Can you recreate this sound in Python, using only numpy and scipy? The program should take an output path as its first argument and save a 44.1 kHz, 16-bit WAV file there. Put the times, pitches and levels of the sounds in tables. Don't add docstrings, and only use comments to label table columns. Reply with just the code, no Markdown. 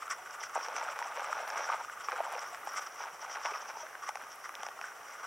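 import sys
import numpy as np
from scipy import signal
from scipy.fft import rfft, irfft
from scipy.io import wavfile
from scipy.ndimage import uniform_filter1d, map_coordinates

SR = 44100
rng = np.random.default_rng(int(sys.argv[2]) if len(sys.argv) > 2 else 0)


def pcm_store(signal):
    levels = np.round(np.clip(np.atleast_2d(signal), -1, 1) * 32767)
    wavfile.write(sys.argv[1], SR, levels.astype(np.int16).T)


N = 232223


def undb(db):
    return 10 ** (np.asarray(db) / 20)


def curve(rows):
    return np.interp(np.arange(N) / SR, *np.transpose(rows))


def unit(x):
    return x / np.sqrt(np.mean(x ** 2))


def together(*gains):
    return np.sqrt(sum(g ** 2 for g in gains))


def add(track, start, sound):
    i = int(np.clip(start * SR, 0, N - 1))
    track[i:i + len(sound)] += sound[:N - i]


def gate(start, length, rise_s=.011, fade_s=.014):
    t = np.arange(N) / SR - start
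    return np.clip(t / rise_s, 0, 1) * np.exp(-np.clip((t - length) / fade_s, 0, 20))


def walk(rate):
    step = max(int(SR / rate), 1)
    return unit(uniform_filter1d(rng.standard_normal(N)[np.arange(N) // step], step))


def drift(x, share, rate):
    return map_coordinates(x, [np.cumsum(1 + share * walk(rate))], mode="mirror")


def contacts(rate, spread_db, smooth):
    sizes = undb(spread_db * np.clip(rng.standard_normal(N), -2, 2)) * rng.choice([-1, 1], N)
    hits = sizes * (rng.random(N) < rate / SR)
    return unit(hits) + smooth * rng.standard_normal(N)


def response(tone, size=4096):
    hz, db = np.transpose(tone)
    bins = np.maximum(np.arange(size // 2 + 1) * SR / size, SR / size)
    gain = undb(np.interp(np.log(bins), np.log(hz), db))
    gain *= np.minimum(bins / hz[0], 1)
    cepstrum = irfft(np.log(gain))
    cepstrum[1:size // 2] *= 2
    cepstrum[size // 2 + 1:] = 0
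    return irfft(np.exp(rfft(cepstrum)))


def ring(push, tone):
    return unit(signal.fftconvolve(push, response(tone))[:N])


def tap(body, fade_s):
    t = np.arange(len(body)) / SR
    burst = rng.standard_normal(len(t)) * np.exp(-t / fade_s)
    sound = signal.fftconvolve(burst, body)[:len(t)]
    return sound / np.abs(sound).max()


# time in seconds, level in dB.
WHIRR_LEVELS = [(0, -47), (.18, -55), (.27, -49), (.45, -46.5), (.9, -50), (1.9, -50), (2.6, -55),
                (3.1, -56), (3.9, -57.5), (4.35, -55), (4.75, -54.5), (5.02, -59), (5.2, -52.5)]
# frequency in Hz, level in dB.
PLATE_TONE = [(450, -27.5), (750, -16), (1000, -4.5), (1120, 3), (1200, 7), (1330, 0), (1460, 5),
              (1700, -9.5), (2020, -5.5), (2350, -17), (3100, -19), (4200, -32), (8000, -26), (15000, -55)]


def whirr(turns, load, rub):
    lag_turns, slip_turns = .034, .04 * walk(8)
    flutter = 1 + .7 * np.cos(4 * np.pi * (turns - lag_turns + slip_turns))
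    push = contacts(rate=770, spread_db=2, smooth=.58) * undb(walk(54))
    level = together(undb(curve(WHIRR_LEVELS)), undb(-11) * load)
    running = level * flutter * undb(1.8 * walk(18))
    return drift(ring(push, PLATE_TONE), share=.02, rate=20) * together(running, rub)


# time in seconds, turns per second.
SPOOL_SPEEDS = [(0.0, 10.44), (0.22, 14.09), (0.45, 8.97), (0.7, 9.94), (0.9, 13.01), (1.45, 11.39),
                (1.85, 11.68), (2.25, 13.03), (2.6, 6.19), (2.8, 12.33), (3.15, 9.57), (3.4, 11.7),
                (3.75, 10.59), (4.3, 8.08), (4.9, 10.47), (5.27, 10.53)]


def spool_turns():
    return -.25 + np.cumsum(curve(SPOOL_SPEEDS)) / SR


# time in seconds, level in dB.
SWISH_LEVELS = [(0, -52), (.22, -57), (.34, -50.5), (.64, -56), (.85, -51), (1.1, -51.5), (1.32, -49),
                (1.5, -55), (1.7, -50.5), (1.86, -54), (2.02, -50), (2.1, -56), (2.25, -50), (2.43, -53.5),
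                (2.75, -56), (3.05, -60), (3.45, -55), (3.8, -66), (4.5, -65), (5.27, -58)]
# frequency in Hz, level in dB.
SWISH_TONE = [(500, -14), (1000, 4.5), (1300, 10), (1800, -8), (3000, 3.5), (4200, -14), (5800, 2.5),
              (6700, -6.5), (7600, 2.5), (8800, -9.5), (9800, -9.5), (11500, -14), (15000, -32)]


def spool(turns):
    brush = (.5 + .5 * np.cos(2 * np.pi * turns)) ** 2.5
    push = contacts(rate=2500, spread_db=4, smooth=.7)
    return ring(push, SWISH_TONE) * brush * undb(curve(SWISH_LEVELS) + .27 * walk(28.3))


# frequency in Hz, level in dB.
FRAME_TONE = [(100, -39.5), (240, -28.5), (350, -18.5), (480, -7.5), (650, -2.5), (900, 5), (1200, 0.5),
              (1550, 0.5), (1800, -7.5), (2300, -4.5), (3100, -15), (4200, -22.5), (8000, -49),
              (15000, -42)]
GEARS_IDLE_DB = -59


def gears(turns, load):
    teeth = 12
    catch = 1 + .023 * np.cos(2 * np.pi * (teeth * turns + .091 * walk(30)))
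    grind = contacts(rate=520, spread_db=3.5, smooth=.1)
    hollow = chatter(rate=450, spread_db=13, cycles=1.1)
    push = (grind + .22 * hollow) * catch * undb(2.27 * walk(40))
    return ring(push, FRAME_TONE) * together(undb(GEARS_IDLE_DB), load)


def chatter(rate, spread_db, cycles):
    out, t = np.zeros(N), np.arange(1024) / SR
    for when, pitch, size in rng.random((int(rate * N / SR), 3)):
        hz = 480 * 4 ** pitch
        age = hz * t / cycles
        note = age * np.exp(-age) * np.sin(2 * np.pi * hz * t)
        add(out, when * N / SR, undb(spread_db * size ** 3) * note)
    return unit(out)


# frequency in Hz, level in dB.
RASP_TONE = [(400, -37), (1200, -7.5), (2000, -10), (2700, -14), (3200, -7), (4150, -24.5), (5000, -6.5),
             (5400, -1.5), (5720, 6), (6050, -1.5), (6500, -13.5), (8000, -25), (12000, -40)]


def line_rasp(load, rub):
    push = contacts(rate=1500, spread_db=4, smooth=.6) * undb(1.3 * walk(160))
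    slack, tight = undb(-62.5), undb(-17) * load
    running = together(slack, tight) * undb(1.8 * walk(22))
    return drift(ring(push, RASP_TONE), share=.008, rate=20) * together(running, rub)


# frequency in Hz, level in dB.
AIR_TONE = [(25, -51), (60, -36), (95, -47), (120, -15), (145, -23.5), (200, -16.5), (250, -16),
            (420, -3.5), (800, 3.5), (1250, 3.5), (2000, -4), (3000, -12.5), (4200, -27.5), (15000, -21.5)]
SHARED_HISS_TONE = [(30, -45), (1000, 13.5), (4200, -10), (5700, 3), (6800, 0), (9000, -1), (11500, -4),
                    (13500, -10), (15500, -36)]
OWN_HISS_TONE = [(25, -7.5), (80, -4.5), (115, 5.5), (160, -8), (400, 3.5), (2000, 8), (4200, -8.5),
                 (6000, -3.5), (11000, -7), (15500, -12)]


def air_and_hiss():
    air = ring(rng.standard_normal(N), AIR_TONE) * undb(-51.5 + walk(3.64))
    shared = ring(rng.standard_normal(N), SHARED_HISS_TONE) * undb(-61)
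    own = np.array([ring(rng.standard_normal(N), OWN_HISS_TONE) for _ in range(2)]) * undb(-59.5)
    return air + shared + own


# start in seconds, level in dB, pitch in Hz,
# tick strength in dB (higher is sharper), seconds for the note to fade by 60 dB.
HANDLE_KNOCKS = [(.029, -37, 1180, -30, 0.025), (0.078, -26, 1360, -22, 0.029),
                 (0.110, -28, 1260, -25, 0.02), (.415, -32, 870, -30, 0.011),
                 (.437, -32, 1240, -6.5, 0.0087), (.467, -29, 1390, -32, 0.017),
                 (0.493, -31, 1260, -34, 0.018), (0.5558, -14.5, 920, -47, 0.015),
                 (.562, -15.5, 795, -46, 0.013), (0.569, -21, 1040, -44, 0.011),
                 (0.575, -18.5, 680, -45, 0.0069), (.616, -34, 905, -35, 0.014),
                 (0.63, -28, 1100, -35, .012), (0.6835, -18, 900, -33, 0.011),
                 (0.763, -24, 1160, -18, 0.02), (0.779, -26, 1210, -28, 0.015),
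                 (0.826, -31, 1290, -29, 0.0086), (0.851, -29, 1420, -32, 0.006),
                 (0.8855, -24.5, 1370, -39, 0.032), (0.989, -22.5, 1100, -19, 0.014),
                 (1.016, -22.5, 927, -34, 0.025), (1.025, -22.5, 1890, -37, 0.0095),
                 (1.194, -26.5, 820, -12.5, 0.021), (1.205, -24, 910, -17, 0.013),
                 (1.22, -26, 1100, -32, .01), (1.328, -15, 1320, -28, 0.0085),
                 (1.401, -25.5, 737, -37, 0.027), (1.477, -28, 990, -14.5, 0.0086),
                 (1.501, -22, 1600, -29, 0.0088), (1.556, -26, 1120, -36, 0.006),
                 (1.577, -20, 1330, -17.5, 0.0076), (1.593, -24.5, 630, -24, 0.0092),
                 (1.642, -21.5, 1670, -27, 0.01), (1.653, -23, 1200, -32, .01),
                 (1.691, -22.5, 880, -33, 0.02), (1.699, -15.5, 1170, -41, 0.019),
                 (1.721, -21.5, 940, -38, 0.054), (1.743, -19.5, 1000, -28, 0.0082),
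                 (1.81, -25, 914, -30, 0.024), (1.847, -30, 1380, -18, 0.004),
                 (1.897, -27.5, 1480, -25, 0.026), (2.085, -12.5, 1180, -52, 0.0078),
                 (2.119, -16.5, 1340, -37, 0.0053), (2.127, -17, 1100, -41, 0.0045),
                 (2.161, -22, 1380, -40, 0.0091), (2.19, -24, 875, -42, 0.025),
                 (2.203, -16.5, 665, -52, 0.024), (2.265, -23, 960, -37, 0.014),
                 (2.279, -27, 790, -37, 0.024), (2.351, -28.5, 2400, -28, 0.0052),
                 (2.363, -23, 860, -27, 0.02), (2.546, -32, 1280, -9, 0.0083),
                 (2.572, -29.5, 1210, -31, .012), (2.672, -19.5, 850, -27, 0.014),
                 (2.74, -22.5, 1300, -34, .012), (2.781, -20.5, 1250, -39, 0.015),
                 (2.793, -20, 1280, -29, 0.0041), (2.87, -28, 1300, -32, 0.014),
                 (3.038, -26, 1190, -34, 0.012), (3.245, -27, 1180, -35, 0.015),
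                 (3.357, -25, 1650, -36, 0.0081), (3.37, -28, 1010, -35, 0.013),
                 (3.414, -26, 1170, -23, 0.017), (3.451, -22, 710, -18, 0.0072),
                 (3.457, -15.5, 2170, -35, 0.0034), (3.468, -26, 937, -30, 0.077),
                 (3.485, -25, 1140, -34, 0.011), (3.505, -26, 1090, -34, 0.011),
                 (3.538, -29, 2480, -28, 0.013), (3.558, -23.5, 980, -36, 0.015),
                 (3.657, -28, 1180, -35, 0.01), (3.77, -24, 960, -35, 0.006),
                 (3.866, -26.5, 1460, -31, 0.0077), (3.929, -32, 1500, -35, .008),
                 (3.952, -25.5, 1590, -35, 0.0082), (4.09, -20, 850, -17, 0.017),
                 (4.155, -24.5, 793, -12, 0.019), (4.171, -26, 1360, -29, 0.0088),
                 (4.456, -24.5, 1300, -30, 0.01), (4.492, -26, 1180, -18.5, 0.013),
                 (4.541, -28.5, 1500, -35, 0.0073), (4.552, -30.5, 3520, -12, 0.0045),
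                 (4.6317, -24.5, 810, -16, 0.011), (4.6652, -25.5, 815, -16, 0.0079),
                 (4.686, -28.5, 791, -14.5, .013), (4.79, -28.5, 1330, -23, .015),
                 (4.8128, -25, 890, -11.5, 0.0049), (4.84, -25, 1534, -31, 0.023)]
# frequency in Hz, level in dB.
TICK_TONE = [(600, -26.5), (1500, 15.5), (3000, 1.5), (4100, -11), (5000, -2), (5750, 9), (6600, -2),
             (7800, -20), (10000, -12), (15000, -29)]


def knocks(load):
    out, t = np.zeros(N), np.arange(2048) / SR
    tick_body, frame_body = response(TICK_TONE)[:len(t)], response(FRAME_TONE)[:len(t)]
    for start, db, hz, tick_db, ring_s in HANDLE_KNOCKS + random_knocks(load):
        rise = 1 - np.exp(-2 * t * hz)
        fade = undb(-60 * t / ring_s)
        note = np.sin(2 * np.pi * hz * t) * rise * fade
        note /= np.abs(note).max()
        tick = undb(tick_db + 10) * tap(tick_body, fade_s=.0006)
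        rattle = tap(frame_body, fade_s=.002)
        add(out, start + .00078, undb(db) * (.51 * note + .17 * rattle + tick))
    return signal.sosfilt(signal.butter(4, 420, "high", fs=SR, output="sos"), out)


def random_knocks(load):
    per_second, tick_db, ring_s = 16, -35, .008
    gear_db = 20 * np.log10(together(undb(GEARS_IDLE_DB), load))
    rows = []
    for when, size, pitch in rng.uniform(-1, 1, (int(per_second * N / SR), 3)):
        i = int((when + 1) / 2 * N)
        db = gear_db[i] + 8 + 5.5 * size
        hz = 1200 * 2 ** (.7 * pitch)
        rows.append((i / SR, db, hz, tick_db, ring_s))
    return rows


# middle in seconds, about half the length in seconds, level in dB.
LINE_SCRAPES = [(0.06, 0.0064, -50), (0.117, 0.0096, -39.5), (0.346, 0.0077, -50), (0.435, 0.002, -39.5),
                (0.553, 0.0034, -40), (0.764, 0.0022, -38.5), (1.246, .003, -46), (1.578, 0.0073, -50),
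                (2.685, .008, -53), (2.776, 0.013, -43), (2.822, .007, -51), (4.085, 0.0059, -49),
                (4.446, 0.0049, -54), (4.851, 0.007, -52), (5.136, 0.0053, -51)]
# frequency in Hz, level in dB.
SCRAPE_TONE = [(400, -18), (750, 2), (1300, -49), (1750, 3.5), (2050, 8.5), (2800, -11.5), (4200, -41),
               (5800, -4), (6700, -7.5), (7700, -2.5), (10000, -17.5), (15000, -36)]


def scrapes():
    t = np.arange(N) / SR
    pressure = sum(undb(db) * np.exp(-.5 * ((t - middle) / half) ** 2)
                   for middle, half, db in LINE_SCRAPES)
    return ring(contacts(rate=1500, spread_db=4.5, smooth=.4), SCRAPE_TONE) * pressure


# start in seconds, length in seconds,
# level of the guide's rasp in dB, level of the side plate's buzz in dB.
LINE_RUBS = [(0.095, 0.033, -44, -37), (0.322, 0.027, -61, -63), (0.396, 0.059, -46.5, -64),
             (0.527, 0.055, -53.5, -45), (0.617, 0.035, -47, -58), (0.75, 0.03, -46, -48),
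             (0.843, 0.067, -57, -45), (1.203, 0.17, -57.5, -51), (1.556, 0.1, -50, -45),
             (1.677, 0.071, -61, -43.5), (2.033, 0.027, -48.5, -66), (2.365, 0.14, -55.5, -47.5),
             (2.656, 0.094, -53, -44.5), (2.755, 0.03, -42.5, -37), (2.807, 0.025, -49.5, -42.5),
             (2.856, 0.015, -49.5, -44), (2.944, 0.026, -56, -49.5), (2.976, 0.06, -50.5, -49),
             (3.128, 0.027, -57.5, -65), (3.203, 0.026, -48, -45), (3.292, 0.051, -47, -48),
             (3.424, 0.053, -47, -47), (3.477, 0.038, -53, -43.5), (3.535, 0.045, -50.5, -47.5),
             (3.604, 0.011, -47.5, -58), (3.671, 0.02, -48.5, -60), (3.76, 0.065, -51.5, -57),
             (4.018, 0.023, -54.5, -39.5), (4.061, 0.029, -51.5, -41), (4.296, .035, -54.5, -62),
             (4.431, 0.028, -54, -44.5), (4.608, 0.056, -55, -47), (4.816, 0.078, -57, -47),
             (5.068, 0.072, -60, -55), (5.172, 0.034, -59, -51), (5.226, 0.024, -57, -44.5)]


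def rubbing():
    guide, plate = np.zeros(N), np.zeros(N)
    for start, length, guide_db, plate_db in LINE_RUBS:
        touch = gate(start, length)
        guide += undb(guide_db) * touch
        plate += undb(plate_db) * touch
    return guide, plate


# start in seconds, peak level in dB.
WET_TICKS = [(.101, -43), (.964, -48), (.990, -44), (1.466, -48), (1.486, -43), (2.107, -47), (2.222, -44),
             (2.325, -42), (2.477, -47), (2.651, -42), (2.734, -44), (2.749, -41), (2.826, -45),
             (4.221, -48), (4.328, -48), (4.357, -46), (4.49, -47), (4.553, -48)]
# frequency in Hz, level in dB.
GUIDE_TONE = [(7000, -24), (9000, -7), (9500, 1), (10100, -3), (11400, -3), (11850, -.5), (12400, -6),
              (15000, -17)]


def wet_ticks():
    out, guide = np.zeros(N), response(GUIDE_TONE)[:1024]
    for start, db in WET_TICKS:
        add(out, start, undb(db) * tap(guide, fade_s=.0015))
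    return out


# start in seconds, pitch in Hz, peak level in dB.
WATER_PLIPS = [(.183, 730, -45), (.412, 870, -47), (.68, 500, -40), (.745, 435, -46.5), (1.176, 552, -37),
               (1.298, 590, -38.5), (1.376, 783, -36), (2.132, 501, -38), (2.352, 490, -40),
               (2.525, 693, -40.5), (3.495, 843, -38), (3.517, 416, -45.5), (3.75, 876, -42),
               (3.80, 920, -38.5), (3.832, 615, -39.5)]


def plips():
    out, t = np.zeros(N), np.arange(4096) / SR
    age = t / .0048
    for start, hz, db in WATER_PLIPS:
        note = np.sin(2 * np.pi * hz * (t + 1.06 * t ** 2))
        add(out, start, undb(db) * age * np.exp(1 - age) * note)
    return out


# start in seconds, peak level in dB.
LINE_FLICKS = [(.309, -38), (.496, -40), (.615, -41), (.639, -37), (.6845, -35), (.728, -42), (.765, -31),
               (.784, -38), (.826, -42), (.9, -42), (1.04, -44), (1.502, -31), (1.643, -34), (2.119, -42),
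               (2.378, -41), (2.3925, -31.5), (2.406, -42), (2.425, -41), (3.46, -35), (3.691, -41),
               (4.0895, -33), (4.1555, -30.5), (4.172, -45), (4.318, -42), (4.5525, -35), (4.632, -34),
               (4.665, -33)]
# frequency in Hz, level in dB.
FLICK_TONE = [(1000, -28), (2400, -22), (3300, -11), (4200, -32), (5100, -2), (5700, 3), (6200, -3),
              (6900, -14), (10000, -26), (15000, -48)]


def flicks():
    out, guide = np.zeros(N), response(FLICK_TONE)[:1024]
    for start, db in LINE_FLICKS:
        add(out, start, undb(db) * tap(guide, fade_s=.0006))
    return out


# start in seconds, length in seconds, level in dB.
HANDLE_PULLS = [(0.583, 0.2, -43), (0.757, 0.38, -42.5), (1.154, 0.29, -40.5), (1.467, 0.22, -39.5),
                (1.684, 0.069, -40), (1.772, 0.048, -47), (2.086, 0.3, -41), (2.4, 0.18, -50),
                (3, 0.067, -45), (3.204, 0.16, -48.5), (3.349, 0.054, -42.5), (3.445, 0.024, -36.5),
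                (3.484, 0.048, -44), (3.532, 0.056, -44.5), (3.598, 0.27, -48.5), (4.191, 0.063, -49.5),
                (4.579, 0.019, -42), (5.225, .045, -52)]


def gear_load():
    t, sag_db_per_s = np.arange(N) / SR, 5
    return sum(undb(db - sag_db_per_s * (t - start)) * gate(start, length, rise_s=.006, fade_s=.016)
               for start, length, db in HANDLE_PULLS)


# start in seconds, pitch in Hz, peak level in dB.
HAND_BUMPS = [(.742, 290, -57), (1.565, 220, -60), (3.13, 175, -62), (4.232, 290, -58), (4.59, 220, -62)]


def bumps():
    out, t = np.zeros(N), np.arange(4096) / SR
    age = t / .004
    for start, hz, db in HAND_BUMPS:
        add(out, start, undb(db) * age * np.exp(1 - age) * np.sin(2 * np.pi * hz * t))
    return out


# start in seconds, length in seconds, level in dB.
WET_SIZZLES = [(1.45, 0.042, -63), (2.092, 0.51, -72), (2.64, .21, -68.5), (4.017, 0.53, -72)]


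def sizzle():
    spray = contacts(rate=130, spread_db=4, smooth=0)
    level = sum(undb(db) * gate(start, length) for start, length, db in WET_SIZZLES)
    return ring(spray, GUIDE_TONE) * level


def scene():
    turns, load = spool_turns(), gear_load()
    guide_rub, plate_rub = rubbing()
    reel = gears(turns, load) + whirr(turns, load, plate_rub) + spool(turns) + knocks(load) + bumps()
    tackle = reel + line_rasp(load, guide_rub) + scrapes() + flicks() + wet_ticks() + sizzle()
    bounce = signal.lfilter(*signal.butter(1, 2000, "high", fs=SR), tackle)
    echo = undb(-27) * np.concatenate([np.zeros(SR // 700), bounce])[:N]
    return np.array([tackle + echo, tackle - echo]) + plips() + air_and_hiss()


def record(dry):
    notch_hz, top_hz = 1000, 15800
    notched = signal.lfilter(*signal.iirnotch(notch_hz, 24, fs=SR), dry)
    return signal.sosfilt(signal.ellip(10, .2, 70, top_hz, fs=SR, output="sos"), notched)


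dry = scene()
out = record(dry)
pcm_store(out)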